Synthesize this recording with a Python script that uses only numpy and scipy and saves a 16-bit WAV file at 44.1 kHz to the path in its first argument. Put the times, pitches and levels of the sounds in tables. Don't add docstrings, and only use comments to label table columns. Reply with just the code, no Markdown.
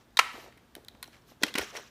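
import sys
import numpy as np
from scipy import signal
from scipy.fft import rfft, irfft, next_fast_len
from scipy.io import wavfile
from scipy.ndimage import uniform_filter1d

SR = 44100
rng = np.random.default_rng(int(sys.argv[2]) if len(sys.argv) > 2 else 0)


def file_out(sig):
    cols = np.atleast_2d(sig).T
    lim = np.clip(cols, -1, 1)
    pcm = np.round(lim * 32767).astype(np.int16)
    wavfile.write(sys.argv[1], SR, pcm)


def invert_db(x):
    u = np.asarray(x, float) / 20
    return 10 ** u


N = 83790


def unit(x):
    return x / np.sqrt(np.mean(x ** 2) + 1e-20)


def along(points, hz):
    f, v = np.transpose(points)
    return np.interp(np.log(hz + 1), np.log(f + 1), v)


def coloured(x, points):
    size = next_fast_len(len(x) + 8192)
    gain = invert_db(along(points, np.fft.rfftfreq(size, 1 / SR)))
    return irfft(rfft(x, size) * gain, size)[:len(x)]


def floor():
    # pitch in Hz, level in dB; the shape of the hiss.
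    hiss_colour = [(20, 1), (63, -1), (165, -2), (273, -3), (599, -10), (1650, -13.5), (2060, -20),
                   (3140, -19), (10200, -30.5), (15200, -29), (16500, -45.5)]
    # pitch of a hum tone in Hz, peak in dB.
    hum_tones = [(120, -69), (240, -69)]
    hiss_db = -62
    t = np.arange(N) / SR
    hum = sum(invert_db(db) * np.sin(2 * np.pi * hz * t) for hz, db in hum_tones)
    hiss = invert_db(hiss_db) * unit(coloured(rng.standard_normal(N), hiss_colour))
    return hiss + hum


def swells(s, length):
    rise_s, fall_s = 0.038, 0.14
    t = np.arange(N) / SR
    rise = np.clip((t - s) / rise_s + 1, 0, 1) ** 2
    return rise * invert_db(-60 * np.maximum(t - s - length, 0) / fall_s)


def grainy(rate, spread_db, smooth_db, clump_db):
    sizes = invert_db(spread_db * rng.standard_normal(N))
    ticks = (rng.random(N) < rate / SR) * sizes * rng.standard_normal(N)
    mixed = unit(ticks) + invert_db(smooth_db) * rng.standard_normal(N)
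    z = signal.stft(mixed, nperseg=128)[2]
    patches = uniform_filter1d(rng.standard_normal(z.shape), size=2, axis=0)
    patches = uniform_filter1d(patches, size=5, axis=1)
    return signal.istft(z * invert_db(clump_db * unit(patches)), nperseg=128)[1][:N]


def rustle():
    # start of the full level in seconds, hold in seconds, scraps in dB, fingers on the table in dB.
    rubs = [(0, 0.017, -68, -72.5), (0.338, 0.064, -57, -55.5), (0.426, 0.063, -63.5, -61),
            (0.763, 0.011, -67, -58.5), (0.919, 0.087, -83, -66.5), (1.063, 0.02, -70, -80),
            (1.137, 0.04, -65, -67.5), (1.294, 0.027, -62.5, -76), (1.435, 0.043, -45.5, -47.5),
            (1.579, 0.038, -42, -41), (1.642, 0.064, -50.5, -72), (1.751, 0.031, -48.5, -46),
            (1.806, 0.07, -57.5, -101)]
    # start of the full level in seconds, hold in seconds, level in dB.
    sleeve = [(0.33, 0.12, -62), (1.281, 0.029, -65), (1.446, 0.046, -62)]
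    # pitch in Hz, level in dB per Hz.
    scraps_colour = [(530, -49), (900, -1.5), (1090, 4.5), (1460, 5), (1600, 5), (3340, 1.5), (5000, -3),
                     (5600, 2), (6300, -2), (10000, -18), (12000, -15), (16000, -22)]
    fingers_colour = [(71, -51.5), (120, -37), (360, -11.5), (771, -12), (1300, -25), (3300, -120)]
    cloth_colour = [(1500, -12), (4000, 7), (8500, -5), (13000, 3.5), (16000, -13)]
    s, length, scraps_db, fingers_db = np.transpose(rubs)[:, :, None]
    shape = swells(s, length)
    scraps = unit(coloured(grainy(4000, spread_db=5, smooth_db=4, clump_db=3), scraps_colour))
    scraps = (invert_db(scraps_db) * shape).sum(axis=0) * scraps
    fingers = unit(coloured(grainy(720, spread_db=7.5, smooth_db=5.5, clump_db=4.0), fingers_colour))
    fingers = (invert_db(fingers_db) * shape).sum(axis=0) * fingers
    s, length, cloth_db = np.transpose(sleeve)[:, :, None]
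    cloth = unit(coloured(rng.standard_normal(N), cloth_colour))
    cloth = (invert_db(cloth_db) * swells(s, length)).sum(axis=0) * cloth
    return scraps + fingers + cloth


def room(x):
    # pitch in Hz, time to fall by 60 dB in seconds.
    decay = [(200, 0.76), (700, 0.53), (1800, 0.59), (4000, 0.66), (8000, 0.62), (15000, 0.43)]
    # pitch in Hz, level in dB.
    colour = [(300, 2.5), (1000, 1), (1900, 2), (5000, -2.5), (15000, 1)]
    out, step = np.zeros(N + 2 * SR), SR // 5
    for start in range(0, N, step):
        hz, t, z = signal.stft(rng.standard_normal(SR), SR, nperseg=256)
        level_db = along(colour, hz)[:, None] - 60 * t / along(decay, hz)[:, None]
        tail = signal.istft(z * invert_db(level_db), SR, nperseg=256)[1]
        tail *= 1 - np.exp(-np.arange(len(tail)) / SR / 0.0039)
        wet = signal.fftconvolve(x[start:start + step], tail / np.linalg.norm(tail))
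        out[start:start + len(wet)] += wet
    return out[:N]


def ring(f, centre, width):
    return 1j * f * width / (centre ** 2 - f * f + 1j * f * width)


def fracture_run(t, run):
    spread_db, sag_db = 6, 2.5
    fade_s, fade_per_run = 0.0035, 2.6
    shudder_db, shudder_runs = -9, 20.4
    chance = rng.standard_normal((2, len(t)))
    after = np.maximum(t - run, 0)
    fade = invert_db(-60 * after / (fade_s + fade_per_run * run))
    fade += invert_db(shudder_db - 60 * after / (shudder_runs * run))
    fade *= invert_db(-sag_db * np.minimum(t / run, 1))
    onset = np.minimum(t / 0.00046, 1)
    return onset * fade * chance[0] * invert_db(spread_db * chance[1])


def shell_body(f, hz):
    # pitch in Hz, width in Hz, level in dB.
    modes = [(1080, 216, 5.5), (1382, 160, 8), (1980, 936, 5), (3188, 400, 7), (3900, 870, 3.5),
             (5700, 140, -25.5), (8300, 320, -33), (12300, 490, -24)]
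    off_pitch_db = 5
    own_q, own_db = 16, 10.5
    thin_below_hz, dull_above = 187, 6
    body = invert_db(own_db) * ring(f, hz, hz / own_q)
    for k, (centre, width, db) in enumerate(modes):
        loss_db = off_pitch_db * abs(np.log2(centre / hz))
        body = body + (-1) ** k * invert_db(db - loss_db) * ring(f, centre, width)
    return body * (1j * f / (thin_below_hz + 1j * f)) ** 2 / (1 + 1j * f / (dull_above * hz))


def cracks(rows):
    size = 4096
    out = np.zeros((2, N + size))
    t, f = np.arange(size) / SR, np.fft.rfftfreq(size, 1 / SR)
    bright = ring(f, 9000, 16000) ** 2
    ending = np.clip(2 * (1 - np.arange(size) / size), 0, 1) ** 2
    for s, db, hz, run_ms, bright_db in rows:
        run = run_ms / 1000
        fractures = rfft(fracture_run(t, run))
        mean = np.sqrt(np.mean(abs(fractures) ** 2))
        fractures *= np.sqrt(mean / uniform_filter1d(abs(fractures), size=60))
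        body = shell_body(f, hz)
        tone = irfft([fractures * body, mean * body])
        early = rfft(irfft(fractures) * invert_db(-60 * t / (0.001696 + 1.1 * run)))
        early_mean = np.sqrt(np.mean(abs(early) ** 2))
        crack = irfft([early * bright, early_mean * bright])
        both = tone / abs(tone[0]).max() + invert_db(bright_db) * crack / abs(crack[0]).max()
        out[:, round(s * SR):][:, :size] += invert_db(db) * ending * both
    return out[:, :N]


def snaps():
    # start in seconds, peak of the ringing in dB, pitch of the piece in Hz,
    # length of the fracture run in milliseconds, bright crack in dB against the ringing.
    snap_rows = [(.1703, -14.5, 3900, 3.7, -26), (.1895, -3.5, 1293, 5.4, -45),
                 (.1947, -10.5, 1930, 1.1, -27), (.524, -47.5, 1840, 1.9, -12), (.575, -50, 2086, 4.1, 5),
                 (.752, -30, 3090, 0.81, 1.5), (.762, -46, 3010, 1.8, 3), (.848, -47, 3730, 0.45, 6),
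                 (.8835, -31.5, 3900, 1.2, -2.5), (.949, -50.5, 970, 2.8, -6), (1.027, -34.5, 1480, 4.1, 5),
                 (1.028, -30.5, 4150, 1.84, 5.5), (1.034, -48, 2660, 1.2, 13), (1.041, -35, 3360, 1.1, -23),
                 (1.058, -47, 2840, 0.7, -19), (1.076, -46.5, 5700, 0.77, -3), (1.129, -48, 1690, 4.2, -30),
                 (1.138, -46.5, 2140, 10.4, -32.5), (1.22, -56, 5400, 1.1, -27)]
    return cracks(snap_rows)


def knocks():
    # start in seconds, peak in dB, pitch in Hz.
    knock_rows = [(0.343, -42.5, 247), (0.385, -43.5, 360), (0.442, -42.5, 615), (0.463, -44.5, 700),
                  (0.57, -50.5, 280), (0.767, -40, 305), (0.782, -44.5, 390), (0.808, -54, 424),
                  (0.838, -50.5, 417), (0.945, -49, 219), (1.0798, -47, 720), (1.082, -50.5, 320),
                  (1.315, -52, 261), (1.32, -45.5, 610), (1.418, -36.5, 347), (1.4346, -23, 257.5),
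                  (1.445, -30, 264), (1.553, -27, 241), (1.582, -25.5, 340), (1.592, -23, 403),
                  (1.629, -32.5, 400), (1.742, -43, 574), (1.752, -36.5, 555), (1.778, -39, 470),
                  (1.787, -39, 690), (1.797, -40, 560)]
    fade_cycles = 5.8
    out, t = np.zeros(N + SR), np.arange(SR // 10) / SR
    for s, db, hz in knock_rows:
        fade = invert_db(-60 * t * hz / fade_cycles)
        onset = 1 - np.exp(-t * hz * 4)
        push = np.gradient(fade * np.sin(2 * np.pi * hz * t) * onset)
        out[round(s * SR):][:len(t)] += invert_db(db) * push / abs(push).max()
    return out[:N]


def drops():
    # start in seconds, peak of the ringing in dB, pitch of the piece in Hz,
    # length of the clatter in milliseconds, bright crack in dB against the ringing.
    drop_rows = [(1.425, -27.5, 3430, 1.5, -22), (1.4333, -9.5, 3290, 2.15, -18),
                 (1.4352, -13, 1980, 1.85, -19), (1.455, -46.5, 2540, 1.3, -19),
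                 (1.466, -31.5, 3070, 1.2, -8), (1.48, -30.5, 2720, 6.1, -12), (1.494, -43, 2250, 1.3, -5),
                 (1.54, -26, 3560, 1.8, -26), (1.553, -20, 1410, 1.6, -17), (1.5555, -20, 1980, 2.6, -26),
                 (1.564, -31, 2550, 1.3, -25), (1.5775, -21, 2550, 1.7, -37), (1.582, -14, 2830, 2.6, -40),
                 (1.5855, -21.5, 2190, 1.6, 10), (1.592, -23, 1525, 5.4, -35), (1.613, -27, 1980, 4.8, -5),
                 (1.622, -33.5, 5700, 14, -11), (1.751, -32.5, 1950, 9.8, -24),
                 (1.765, -31.5, 1570, 7.3, -31), (1.766, -32, 5640, 6.4, -5), (1.799, -43.5, 2070, 5.9, -2)]
    return cracks(drop_rows)


def puff():
    start_s, length_s, peak_db = 1.59, 0.04, -45.5
    start_hz, sink_s = 130.7, 0.027
    t = np.maximum(np.arange(N) / SR - start_s, 0)
    turns = start_hz * sink_s * np.log(1 + t / sink_s)
    swell = np.sin(np.pi * np.minimum(t / length_s, 1))
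    return invert_db(peak_db) * swell * np.sin(2 * np.pi * turns)


def scene():
    room_db, near_room_db = -14, -20
    snaps_direct, snaps_around = snaps()
    drops_direct, drops_around = drops()
    hands = knocks() + rustle()
    wet = room(invert_db(room_db) * snaps_around + invert_db(near_room_db) * (drops_around + hands))
    return (snaps_direct + drops_direct + hands + puff() + wet + floor())[None]


def phone_colour(x):
    # pitch in Hz, level in dB.
    response = [(25, -25), (45, 3), (100, -1), (250, 0.5), (15300, 0), (16200, -32.5)]
    return coloured(x, response)


def band_limit(x):
    return signal.sosfilt(signal.butter(12, 16660, fs=SR, output="sos"), x)


def record(dry):
    mix = phone_colour(dry[0])[None]
    return band_limit(mix)


dry = scene()
out = record(dry)
file_out(out)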